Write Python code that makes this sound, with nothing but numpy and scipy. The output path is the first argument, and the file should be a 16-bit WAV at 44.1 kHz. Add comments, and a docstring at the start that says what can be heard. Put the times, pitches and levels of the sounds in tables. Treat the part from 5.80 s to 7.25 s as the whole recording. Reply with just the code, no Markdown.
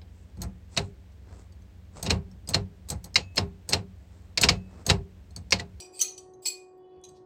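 """Thin metal chime tubes, nudged by a hand on a stone floor, knock, chatter and ring briefly.
Each impact excites a tube's bending modes: motion against the stone is damped fast, motion along
it rings on. Skin and string brush the stone, and a small hard room reverberates. Behind them
a motor hums and a far horn-like tone swells faintly, over low room noise and rumble."""
import sys
import numpy as np
from scipy import signal
from scipy.fft import rfft, irfft
from scipy.io import wavfile
from scipy.ndimage import uniform_filter1d

SR = 44100
rng = np.random.default_rng(int(sys.argv[2]) if len(sys.argv) > 2 else 0)


def wav_record(signal):
    """Record a signal, one row per channel, as 16-bit PCM in the file named by sys.argv[1]."""
    frames = np.transpose(np.atleast_2d(signal))
    bounded = np.clip(frames, -1, 1)
    # unit amplitude maps onto the largest positive 16-bit level
    quanta = np.round(bounded * 32767).astype(np.int16)
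    wavfile.write(sys.argv[1], SR, quanta)


N = 63945

CHATTER_PER_S, REBOUND_DB, TILT_PIVOT_HZ = 450, -2, 5800
# Bending modes of each tube: f/Hz, relative level/dB, decay time T60/s
TUBE_MODES = { "a": [(915.4, -6.5, 0.1), (2464, -3.5, .3), (4735, -1.5, 0.66), (7480, 1.5, .25),
              (10990, -6.5, 0.26), (14790, -13, 0.17)], "b": [(2465, -10, 0.25), (4857, 0, 0.11),
              (7697, 6, 0.25), (11165, -6, 0.14), (15040, -3.5, 0.095)], "c": [(3122, -9, 0.292),
              (5950, 4.5, 0.29), (9680, -12.5, 0.19), (13100, -21.5, .12)], "d": [(3983, -14, 0.15),
              (6392, 5.5, 0.14), (9290, -8, 0.1), (12640, -17.5, 0.16)], "e": [(2050, -18, 0.12),
              (4380, 1, .16), (8230, -3, 0.099), (13010, -21, .12)], "f": [(5130, 3, 0.24), (6930, -7, .1),
              (13530, -22, 0.12)], "g": [(3040, -6, 0.29), (5790, 9, 0.17), (9200, -3.5, .15),
              (12510, -19, 0.13)], "h": [(4574, -2, 0.083), (8380, -3, 0.37), (13230, -23, 0.14)],
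              "i": [(6810, -6.5, 0.24), (7870, -2, 0.14), (9350, -17, 0.32), (10950, -18, 0.22)],
              "j": [(1273, 2.5, 0.59), (11750, -2, 0.13)], }
# Knocks on each tube: t/s, level/dB, chatter length/s, hardness as spectral tilt/(dB per octave)
TUBE_KNOCKS = { "a": [(.001, -49, 0.011, -1.1), (.018, -51, 0.0093, -3), (.123, -58.5, 0.036, 1),
               (.656, -34, 0.006, -2.36), (.674, -34.5, 0.0066, 8.5), (.691, -43, 0.026, 1.1),
               (1.239, -66, 0.0031, -4.1)], "b": [(.002, -48.5, 0.022, -1.5), (.046, -52, 0.023, -8.5),
               (.135, -50, 0.06, -5), (.192, -37.5, 0.002, -3), (.211, -30.5, 0.021, 6),
               (.245, -45, 0.0078, -10), (.379, -56, 0.0092, 0), (.621, -54.5, 0.035, 5.5),
               (.656, -35, 0.027, 4.5), (.681, -30.5, 0.0068, .1), (.700, -37, 0.0056, -2.8),
               (.976, -87, .015, 9), (1.289, -65.5, .005, 0)], "c": [(.201, -32, 0.0068, -4.3),
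               (.213, -24, .008, 8), (.377, -46.5, 0.016, .1), (.537, -73, .004, 12), (.665, -41.5, .02, 5),
               (1.238, -52.5, .005, 5.5), (1.265, -66, .004, 1)], "d": [(.211, -28.5, 0.0023, 7),
               (.215, -18, .004, 2), (.222, -24, 0.0074, 3), (.227, -35.5, .003, 3.8),
               (.241, -38.5, 0.01, -1.3), (.536, -61, .005, -9.5), (.664, -33, 0.019, 8),
               (1.238, -40, 0.021, -13), (1.286, -60, 0.0071, -13)], "e": [(.219, -31, 0.012, -4.2),
               (.245, -60.5, 0.027, -4.7), (.657, -27, 0.019, -0.5), (.680, -37, 0.013, 5.5)],
               "f": [(.647, -45, .004, -4.1), (.654, -31, 0.017, -13.5)], "g": [(.001, -50.5, .012, 8.2),
               (.021, -52, 0.013, .1), (.655, -45, 0.031, -11)], "h": [(.001, -38.5, 0.0056, -16),
               (.022, -49.5, .005, -1.1), (.144, -42.5, 0.059, 0.5), (.168, -52, 0.015, 3),
               (.183, -43, 0.0093, 2.1), (.192, -29.5, 0.017, .1), (.207, -49, 0.0034, 2.1),
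               (.378, -44, 0.0033, -13), (.624, -50.5, 0.027, -2), (1.290, -54, 0.0092, 5)],
               "i": [(.001, -42.5, 0.0077, -3), (.193, -45.5, .005, .1), (.214, -31, 0.0064, -10),
               (.377, -43, 0.0084, .1), (.628, -53, 0.015, 2.1), (.655, -56, 0.019, -15)],
               "j": [(.215, -61.5, .005, -4.5), (.972, -84.5, 0.019, 8)], }
def tubes():
    """Modal superposition: each blow and its rebounds drive all the bending modes of a tube."""
    ringing, touches = np.zeros(N), np.zeros(N)
    for name, modes in TUBE_MODES.items():
        pushes = np.zeros((len(modes), N))
        for start, db, length, tilt_db in TUBE_KNOCKS[name]:
            jitter, strength, scatter = rng.random((3, 24))
            delay = (np.arange(24) + jitter - jitter[0]) / CHATTER_PER_S
            impulse = np.where(delay > 0, amp(REBOUND_DB) * (.5 + strength), 1)
            impulse *= np.clip(2 - 2 * delay / length, 0, 1)  # the rebounds die away
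            impulse *= amp(db) / np.sqrt(np.sum(impulse ** 2))
            at = np.clip(((start + delay) * SR).astype(int), 0, N - 1)
            np.add.at(touches, at, impulse)
            for k, (hz, mode_db, _) in enumerate(modes):
                drive_db = mode_db + tilt_db * np.log2(hz / TILT_PIVOT_HZ)
                scatter_db = 2 * scatter[k] - .5
                np.add.at(pushes[k], at, impulse * amp(drive_db + scatter_db))
        for push, (hz, _, t60) in zip(pushes, modes):
            ringing += bending_mode(push, hz, t60)
    return butterworth(ringing + contact_ticks(touches), 2, 1570, "high")  # thin tubes radiate few lows


def bending_mode(push, hz, t60, contact_t60=.004, pressed_detune=.004, pressed_t60_share=.22):
    """Contact damping: bending against the stone dies fast; along it, a little lower, it rings on."""
    drive = resonator(push, hz, contact_t60) * np.log(1000) / (contact_t60 * SR)
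    pressed = resonator(drive, hz * (1 + pressed_detune), t60 * pressed_t60_share).imag
    free = resonator(drive, hz, t60).imag
    wobble = amp(-15.5 + 3.5 * wander(80))  # rolling tubes turn their sound to and fro
    return pressed + wobble * free


def contact_ticks(touches, decay_s=.0028, band_hz=(2840, 9200), gain_db=-6.5):
    """Impact noise: each touch gives a bright burst that decays exponentially."""
    envelope = signal.lfilter([1], [1, -np.exp(-1 / (decay_s * SR))], touches)
    return amp(gain_db) * butterworth(envelope * rng.standard_normal(N), 3, band_hz, "band")


# Strokes on the stone: t/s, length/s, level at the crest/dB, centre f/Hz, filter width/Hz
BRUSH_STROKES = [(.0, .16, -78, 1500, 800), (.19, .06, -62, 1600, 900), (1.05, .1, -90, 3950, 400),
                 (1.09, .13, -86, 4600, 350), (1.1, .12, -84, 2600, 900), (1.212, .008, -74, 8000, 4000),
                 (1.345, .05, -70, 4500, 3000)]
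def brushes(t):
    """Friction noise: skin and string brush the stone with a rough hiss that swells and dies."""
    out = np.zeros(N)
    for start, length, db, hz, width in BRUSH_STROKES:
        swell = np.sin(np.pi * np.clip((t - start) / length, 0, 1))
        roughness = amp(3.3 * wander(151))
        peak = signal.iirpeak(hz, hz / width, SR)
        hiss = signal.lfilter(*peak, signal.lfilter(*peak, rng.standard_normal(N)))
        out += swell * roughness * at_level(hiss, db)
    return out


def room(direct, tail_db=-8.5, t60=.28, treble_t60=.17, crossover_hz=8480):
    """Reverberation: dense reflections form an exponential tail whose treble dies first."""
    t = np.arange(SR // 2) / SR
    reflections = rng.standard_normal(len(t)) * np.clip(t / .012, 0, 1)
    low = butterworth(reflections, 2, crossover_hz, "low")
    tail = low * amp(-60 * t / t60) + (reflections - low) * amp(-60 * t / treble_t60)
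    tail *= amp(tail_db) / np.sqrt(np.sum(tail ** 2))
    return direct + signal.fftconvolve(direct, tail)[:N]


# Fundamental of the motor: t/s, f/Hz
MOTOR_PITCH = [(0, 366.5), (.2, 371.5), (.3, 371.1), (1.45, 368.6)]
# Harmonics of the motor: harmonic number, rms level/dB
MOTOR_HARMONICS = [(1, -53), (2, -63.5), (3, -73), (4, -92.5), (5, -86.5)]
def motor_hum(t, waver_db=.97):
    """Harmonic series: a motor's drifting fundamental and weak overtones, each wavering in level."""
    phase = 2 * np.pi * np.cumsum(curve(t, MOTOR_PITCH)) / SR
    return sum(np.sqrt(2) * amp(db + waver_db * np.sqrt(k) * wander(29)) * np.sin(k * phase + k)
               for k, db in MOTOR_HARMONICS)


# Partials of the far tone: f/Hz, rms level at full swell/dB
FAR_PARTIALS = [(2537, -92.5), (2977, -84), (3398, -79)]
def far_tone(t, start_s=.93, rise_s=.17, release_s=1.26, fall_s=.2, flicker_db=4):
    """Amplitude and phase modulation: three thin horn-like partials flicker and fade in and out."""
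    swell = np.clip((t - start_s) / rise_s, 0, 1) * np.clip(1 - (t - release_s) / fall_s, 0, 1)
    tone = np.zeros(N)
    for hz, db in FAR_PARTIALS:
        amplitude = np.sqrt(2) * amp(db + flicker_db * wander(45.8))
        tone += amplitude * np.sin(2 * np.pi * hz * t + .13 * wander(41))
    return swell * tone


# Spectral density of the room noise: f/Hz, relative level/dB
NOISE_SPECTRUM = [(25, -29), (60, -16), (130, -17), (230, -21.5), (320, 2.5), (480, -5), (900, -13),
                  (1300, -25), (2500, -37), (6000, -44), (12000, -55.5)]
# Room noise within its reference band: t/s, rms level/dB
NOISE_LEVEL = [(0.0, -65), (0.836, -68.5), (1.202, -67.5), (1.324, -67.5), (1.45, -67)]
def room_noise(t, reference_hz=(420, 700)):
    """Spectrally shaped noise: a mostly low background whose level drifts slowly."""
    hz = np.maximum(np.arange(N // 2 + 1) * SR / N, 1)
    point_hz, point_db = np.array(NOISE_SPECTRUM).T
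    spectrum = rfft(rng.standard_normal(N)) * amp(np.interp(np.log(hz), np.log(point_hz), point_db))
    reference = irfft(spectrum * (hz > reference_hz[0]) * (hz < reference_hz[1]), N)
    return irfft(spectrum, N) / reference.std() * amp(curve(t, NOISE_LEVEL))


# Envelope of the rumble: t/s, rms level/dB
RUMBLE_LEVEL = [(0.0, -68.5), (0.568, -64.5), (0.666, -74), (1.118, -71), (1.166, -56.5), (1.244, -73.5),
                (1.28, -61.5), (1.45, -65.5)]
def rumble(t, band_hz=(50, 200)):
    """Band-limited noise: a low rumble that comes and goes."""
    low = butterworth(rng.standard_normal(N), 2, band_hz, "band")
    return at_level(low, curve(t, RUMBLE_LEVEL))


def resonator(x, hz, t60):
    """Damped oscillator: the complex response of one mode to the pushes in x."""
    pole = np.exp(2j * np.pi * hz / SR - np.log(1000) / (t60 * SR))
    return signal.lfilter([1], [1, -pole], x)


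def wander(per_s):
    """Low-pass noise: a smooth random drift of unit standard deviation."""
    span = int(SR / per_s)
    drift = uniform_filter1d(uniform_filter1d(rng.standard_normal(N), span), span)
    return drift / drift.std()


def butterworth(x, order, hz, kind):
    return signal.sosfilt(signal.butter(order, hz, kind, fs=SR, output="sos"), x)


def curve(t, points):
    return np.interp(t, *np.array(points).T)


def amp(db):
    return 10 ** (np.asarray(db) / 20)


def at_level(x, db):
    return x * amp(db) / np.sqrt(np.mean(x ** 2))


def scene():
    """Superposition: tubes and brushing reverberate, and the background adds to them in one channel."""
    t = np.arange(N) / SR
    return (room(tubes() + brushes(t)) + motor_hum(t) + far_tone(t) + room_noise(t) + rumble(t))[None]


def record(dry, threshold_db=-27.5, ratio=1.42, averaging_s=.012, top_hz=15450):
    """Compression and band limiting: the recorder turns loud clinks down a little and cuts the top."""
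    pole = np.exp(-1 / (averaging_s * SR))
    rms = np.sqrt(signal.lfilter([1 - pole], [1, -pole], dry ** 2)) + 1e-9
    gain = np.minimum(amp(threshold_db) / rms, 1) ** (1 - 1 / ratio)
    return signal.sosfilt(signal.ellip(7, .2, 70, top_hz, fs=SR, output="sos"), dry * gain)


dry = scene()
out = record(dry)
wav_record(out)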